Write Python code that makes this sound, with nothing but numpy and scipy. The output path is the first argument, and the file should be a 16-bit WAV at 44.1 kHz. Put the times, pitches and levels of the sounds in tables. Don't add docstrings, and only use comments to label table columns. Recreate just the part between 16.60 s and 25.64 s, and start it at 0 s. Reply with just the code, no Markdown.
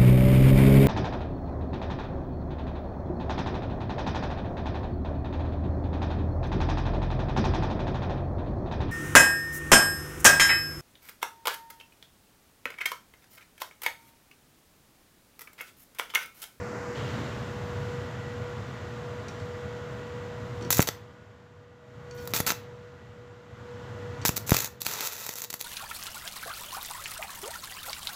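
import sys
import numpy as np
from scipy import signal
from scipy.fft import rfft, irfft, next_fast_len
from scipy.io import wavfile
from scipy.ndimage import uniform_filter1d, minimum_filter1d

SR = 44100
rng = np.random.default_rng(int(sys.argv[2]) if len(sys.argv) > 2 else 0)


def inscribe(sig):
    pcm = np.round(np.clip(np.atleast_2d(sig).T, -1, 1) * 32767)
    wavfile.write(sys.argv[1], SR, pcm.astype(np.int16))


N = 398663
TIME = np.arange(N) / SR


def gain_of(db):
    return 10 ** (np.asarray(db) / 20)


def unit_rms(x):
    return x / np.sqrt(np.mean(x ** 2) + 1e-20)


def envelope(points):
    return gain_of(np.interp(TIME, *np.transpose(points)))


def at_hz(points, hz):
    freq_hz, value = np.transpose(points)
    return np.interp(np.log(hz + 1), np.log(freq_hz + 1), value)


def add(mix, start_s, sound):
    part = mix[round(start_s * SR):][:len(sound)]
    part += sound[:len(part)]


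def filtered(x, hz, kind, order=2):
    return signal.sosfilt(signal.butter(order, hz, kind, fs=SR, output="sos"), x)


def noise(spectrum):
    size = next_fast_len(N)
    shape = gain_of(at_hz(spectrum, np.fft.rfftfreq(size, 1 / SR)))
    return unit_rms(irfft(rfft(rng.standard_normal(size)) * shape, size)[:N])


def wander(rate_hz):
    return unit_rms(np.interp(TIME * rate_hz, np.arange(8192), rng.standard_normal(8192)))


def coloured(x, spectrum, size=2048):
    log_gain = np.log(gain_of(at_hz(spectrum, abs(np.fft.fftfreq(size, 1 / SR)))))
    impulse = np.fft.ifft(np.exp(np.conj(signal.hilbert(log_gain)))).real
    return signal.oaconvolve(x, impulse / np.linalg.norm(impulse))[:N]


# freq_hz, t60_s
ROOM_DECAY = [(100, 0.19), (1000, 0.26), (3000, 0.39), (7000, 0.25), (15000, 0.24)]

def room(x, onset_s=0.0006):
    hz, t, bins = signal.stft(rng.standard_normal(SR), SR, nperseg=256)
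    decay = gain_of(-60 * t / at_hz(ROOM_DECAY, hz)[:, None])
    tail = signal.istft(bins * decay, SR, nperseg=256)[1]
    tail *= 1 - np.exp(-(np.arange(len(tail)) / SR / onset_s) ** 2)
    return signal.oaconvolve(x, tail / np.linalg.norm(tail))[:N]


# freq_hz, density_db
AIR_SPECTRUM = [(200, 3.5), (320, -4.5), (450, -4), (600, -6), (800, -9), (1000, -8), (1500, -12),
                (1950, -17.5), (2500, -28), (4000, -35), (7400, -37.5), (8700, -52), (15000, -58)]

def fan_air(level, rush_db=1.5, hiss_db=-1.2, hiss_exponent=1.21, split_hz=2600):
    flow = filtered(noise(AIR_SPECTRUM), 220, "high")
    rush = gain_of(rush_db) * level * unit_rms(filtered(flow, split_hz, "low", order=4))
    hiss = unit_rms(filtered(flow, split_hz, "high", order=4))
    return rush + gain_of(hiss_db) * level ** hiss_exponent * hiss


# time_s, boost_db
HISS_BRIGHTNESS = [(.345, -5), (.358, 5.5), (.6, 3.5), (1, 3.5)]

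def brightened(hiss, band_hz=(2600, 4400)):
    upper_mids = signal.sosfiltfilt(signal.butter(2, band_hz, "band", fs=SR, output="sos"), hiss)
    return hiss + (envelope(HISS_BRIGHTNESS) - 1) * upper_mids


# pitch_hz, relative_db
WHINE_TONES = [(485, -.8), (630, -16), (831, -22), (970, -18), (1110, -24), (1200, -20.5), (1386, -17.5),
               (1455, -16.5), (1941, -19)]
# time_s, level_db
WHINE_FADE = [(0, -43), (2.3, -42.5), (4, -44), (5.5, -44.5), (7.5, -46)]

def fan_whine(speed_drift=0.00095, drift_hz=9, flutter_db=3.0, flutter_hz=5.9):
    fan_time = np.cumsum(1 + speed_drift * wander(drift_hz)) / SR
    tones = np.zeros(N)
    for pitch_hz, relative_db in WHINE_TONES:
        level = gain_of(relative_db + flutter_db * wander(flutter_hz))
        tones += np.sqrt(2) * level * np.sin(2 * np.pi * pitch_hz * fan_time)
    return envelope(WHINE_FADE) * tones


# time_s, air_db, rumble_db
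SHOP_LEVELS = [(0, -41.5, -40.5), (.34, -40.5, -45), (.37, -39.5, -35), (.55, -39.5, -35),
               (.95, -43.5, -36), (1.32, -43, -35), (1.55, -44.5, -39.5), (3.8, -46.5, -42),
               (4.05, -46, -37), (4.4, -46.5, -41.5), (5.5, -47.5, -40.5), (6.7, -46.5, -42),
               (7.6, -46, -41), (8.15, -45, -39), (9.04, -46, -47.5)]
# freq_hz, density_db
RUMBLE_SPECTRUM = [(20, -44.5), (40, -23.5), (60, -10.5), (80, -2), (105, 4), (130, 1.5), (170, -8.5),
                   (230, -10.5), (320, -27.5), (600, -55.5)]

def workshop(throb_db=0.6, throb_hz=21):
    levels = np.array(SHOP_LEVELS)
    hiss = brightened(fan_air(envelope(levels[:, [0, 1]])))
    rumble = unit_rms(noise(RUMBLE_SPECTRUM) * gain_of(throb_db * wander(throb_hz)))
    return hiss + envelope(levels[:, [0, 2]]) * rumble + fan_whine()


# centre_s, level_db, half_length_s
BENCH_BUMPS = [(0.595, -36.5, 0.053), (4.048, -39, .035)]

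def bumps(low_hz=150, high_hz=330):
    swell = sum(gain_of(db) * np.exp(-((TIME - s) / half_s) ** 2) for s, db, half_s in BENCH_BUMPS)
    lows = filtered(filtered(rng.standard_normal(N), low_hz, "high"), high_hz, "low", order=4)
    return swell * unit_rms(lows)


# start_s, strength_db, drag_s
ROD_TAPS = [(2.683, -38, 0.0049), (2.8, -50, .005), (4.009, -42.5, .0039), (4.023, -37.5, 0.0028),
            (4.047, -40.5, 0.0032), (5.5108, -39.5, 0.0016), (5.574, -49.5, 0.049), (7.215, -47.5, 0.0035),
            (7.615, -43.5, 0.014)]
# pitch_hz, relative_db, t60_s
ROD_MODES = [(2460, -1, .06), (3200, -3, .04), (4480, 0, .04), (5420, -3, .04), (5800, -1, .05),
             (6550, -8, .03), (7500, -9, .03)]

def rod_taps(gain_db=-1.5, slips_per_s=3000, knock_hz=230, knock_width_hz=90):
    contact, t = np.zeros(N), np.arange(8192) / SR
    for start_s, strength_db, drag_s in ROD_TAPS:
        add(contact, start_s, gain_of(strength_db) * np.exp(-t / drag_s))
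    slips = contact * unit_rms(rng.standard_normal(N) * (rng.random(N) < slips_per_s / SR))
    ring = sum(gain_of(db - 60 * t / t60_s) * np.sin(2 * np.pi * hz * t) for hz, db, t60_s in ROD_MODES)
    knock = np.exp(-np.pi * knock_width_hz * t) * np.sin(2 * np.pi * knock_hz * t)
    response = ring / np.linalg.norm(ring) + knock / np.linalg.norm(knock)
    grit = 2 * filtered(filtered(slips, 2500, "high"), 5800, "low", order=4)
    return gain_of(gain_db) * (signal.oaconvolve(slips, response)[:N] + grit)


# start_s, peak_db, fade_s
BRIDGE_BURSTS = [(4.1942, 1.5, .0013), (5.8032, -13, 0.003), (7.6925, -10, 0.0038), (7.9197, 4, 0.0047)]

def thumps(swing_hz=105, front_hz=2600, crack_shove_db=-18, crack_shove_s=0.00026):
    out, t = np.zeros(N), np.arange(2048) / SR
    omega = 2 * np.pi * swing_hz
    swing = signal.bilinear([1, 0, 0], [1, omega, omega ** 2], SR)
    shoves = [(s, db + body_db + crack_shove_db, crack_shove_s) for s, db, body_db in LOUD_CRACKS]
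    for start_s, peak_db, fade_s in BRIDGE_BURSTS + shoves:
        push = filtered(signal.lfilter(*swing, np.exp(-t / fade_s)), front_hz, "low")
        add(out, start_s, -gain_of(peak_db) * push / abs(push).max())
    return out


# pitch_hz, width_hz, gain_db
STEEL_MODES = [(2650, 40, -6), (3530, 45, -17.5), (6300, 200, -14), (12240, 560, -6), (14300, 200, -10),
               (14800, 200, -5), (13200, 230, -3.5), (15800, 320, 2), (15150, 200, -3)]
# delay_s, gain
BENCH_ECHOES = [(.00157, 0.091), (.00197, 0.1), (.00209, 0.17), (.00228, .12), (.0044, .1)]

def bench(x, direct_db=-0.35):
    rung = gain_of(direct_db) * x
    for pitch_hz, width_hz, gain_db in STEEL_MODES:
        mode = signal.iirpeak(pitch_hz, pitch_hz / width_hz, fs=SR)
        rung += gain_of(gain_db) * signal.lfilter(*mode, x)
    out = rung.copy()
    for delay_s, gain in BENCH_ECHOES:
        add(out, delay_s, gain * rung)
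    return out


def cracks(rows, spike_s, spray, spray_s=0.0032, gain_db=4, body_hz=2600):
    out, t = np.zeros(N), np.arange(512) / SR
    for start_s, strength_db, body_db in rows:
        decay = 0.35 * np.exp(-t / spike_s) + spray * np.exp(-t / spray_s)
        spike = rng.standard_normal(len(t)) * decay
        spike[0] = 1
        spike /= np.linalg.norm(spike)
        spike += (gain_of(body_db) - 1) * filtered(spike, body_hz, "low", order=1)
        add(out, start_s, gain_of(strength_db + gain_db) * spike)
    return filtered(out, 242, "high", order=1)


def spits(burn, rate_per_s=55, offset_db=20.5, spread_db=5.5, body_spread_db=4):
    onsets = np.flatnonzero((rng.random(N) < rate_per_s / SR) & (burn > 0))
    size, body = 2 * rng.random((N, 2))[onsets].T - 1
    strength_db = 20 * np.log10(burn[onsets]) + offset_db + spread_db * size
    return cracks(zip(onsets / SR, strength_db, body_spread_db * body), spike_s=0.0001, spray=0.035)


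def sizzle(burn, extra_body, sparks_per_s=8000, spread_db=3.0, flicker_db=2.5, flicker_hz=500,
           gas_db=-8, body_hz=2800):
    sizes = gain_of(spread_db * np.minimum(rng.exponential(1, N), 5)) * rng.choice([-1, 1], N)
    sparks = unit_rms(sizes * (rng.random(N) < sparks_per_s / SR))
    gas = gain_of(gas_db) * rng.standard_normal(N)
    spray = unit_rms((sparks + gas) * gain_of(flicker_db * wander(flicker_hz)))
    return spray * burn + filtered(spray * extra_body, body_hz, "low", order=1)


# start_s, end_s, level_db, sag_db (negative swells), body_db (lows and mids)
ARC_FLARES = [(4.104, 4.233, -24, 10, -10), (4.273, 4.294, -24.5, 7, 7.5), (5.547, 5.727, -56.5, -3, -16),
              (5.742, 5.811, -25.5, 3, 3.5), (5.865, 5.918, -22.5, 9, 7.5), (7.651, 7.699, -18, 20.5, -14),
              (7.761, 7.779, -24.5, 2, -11), (7.864, 7.904, -35, -3.5, -6), (7.915, 8.077, -25, 1.5, 4),
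              (8.205, 8.235, -24.5, 6.5, -18), (8.755, 8.808, -23.5, -2, -1.5),
              (8.817, 8.854, -24, -1.5, -1), (8.9, 8.909, -20.5, -4.5, -6), (8.928, 8.972, -26, 7, -8),
              (8.993, 9.026, -27.5, -1, -6.5)]
# time_s, level_db, body_db
ARC_HOLD = [(8.249, -27, 3), (8.28, -24, 5.5), (8.41, -28, 14.5), (8.46, -16, 0.5), (8.5, -29.5, 8),
            (8.6, -26, 4.5), (8.74, -25, 2)]

def arc_envelopes(quench_s=0.00044):
    time_s, hold_db, hold_body_db = np.transpose(ARC_HOLD)
    burn = gain_of(np.interp(TIME, time_s, hold_db)) * (TIME > time_s[0]) * (TIME < time_s[-1])
    extra_body = burn * (gain_of(np.interp(TIME, time_s, hold_body_db)) - 1)
    for start_s, end_s, level_db, sag_db, body_db in ARC_FLARES:
        length_s = end_s - start_s
        t = np.arange(0, length_s + 10 * quench_s, 1 / SR)
        quench = np.exp(-np.maximum(t - length_s, 0) / quench_s)
        flare = gain_of(level_db - sag_db * np.minimum(t / length_s, 1)) * quench
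        add(burn, start_s, flare)
        add(extra_body, start_s, flare * (gain_of(body_db) - 1))
    return burn, extra_body


# start_s, strength_db, body_db
LOUD_CRACKS = [(4.1053, 0, 2.5), (4.1273, -2.5, -15), (4.205, -8.5, 16), (4.219, -2, -5), (4.2262, 2.5, -6),
               (4.288, -9, 17.5), (5.6752, -11.5, 2), (5.7372, -6, 10), (5.764, -3, -3), (5.8033, -3.5, 1),
               (5.874, -2.5, -5), (5.9044, -11, 18), (5.9204, -12.5, 15.5), (7.6521, -4.5, 11.5),
               (7.6824, 0.5, -17), (7.6918, -0.5, -4), (7.7776, -6, 3), (7.8944, 1, 0.5), (7.9071, 4, -7),
               (7.945, 1.5, 10.5), (7.9676, 9, -3), (7.986, -2, -2), (8.0046, 3, -8), (8.0454, 1, -3.5),
               (8.218, 5, -5), (8.2656, 10, 0), (8.4077, 6.5, -2), (8.3371, 4, -3), (8.6651, 3, -2),
               (8.692, 6.5, 1.5), (8.7563, -1, -1), (8.8196, 4.5, -4), (8.9033, 3, -0.5), (8.9289, -3, 4),
               (8.9412, 5, 2), (9.012, 7.5, -9)]
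# freq_hz, relative_db
ARC_SPECTRUM = [(60, -19.5), (150, -9.5), (900, 0), (1500, 0), (2200, -1.5), (2650, -0.5), (2950, -5.5),
                (3700, 1.5), (5200, 0), (6400, 3.5), (7600, 3.5), (8700, -9), (10200, -3.5), (12000, 1),
                (13000, -1.5), (15200, -0.5)]

def welding_arc():
    burn, extra_body = arc_envelopes()
    sparks = sizzle(burn, extra_body) + cracks(LOUD_CRACKS, spike_s=0.00078, spray=0.066) + spits(burn)
    return bench(coloured(sparks, ARC_SPECTRUM))


def scene(arc_send_db=-11, thump_send_db=-15, rod_send_db=-5):
    shop, thump, rod, arc = workshop(), thumps(), rod_taps(), welding_arc()
    send = gain_of(arc_send_db) * arc + gain_of(thump_send_db) * thump + gain_of(rod_send_db) * rod
    return (shop + bumps() + rod + thump + arc + room(send))[None]


def gain_control(x, threshold_db=-30, slope=0.94, sense_s=0.041, hold_s=0.94, glide_s=0.32):
    power = uniform_filter1d((x ** 2).mean(0), round(sense_s * SR))
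    power_db = 10 * np.log10(abs(power) + 1e-12)
    wanted_db = -slope * np.maximum(power_db - threshold_db, 0)
    half_hold = round(hold_s * SR / 2)
    held_db = minimum_filter1d(wanted_db, 2 * half_hold + 1, mode="constant", origin=half_hold)
    step = 1 / (glide_s * SR)
    return x * gain_of(signal.lfilter([step], [1, step - 1], held_db))


def record(dry, cutoff_hz=15500):
    low_pass = signal.firwin(301, cutoff_hz, window=("kaiser", 8), fs=SR)
    return signal.oaconvolve(gain_control(dry), low_pass[None], "same")


dry = scene()
out = record(dry)
inscribe(out)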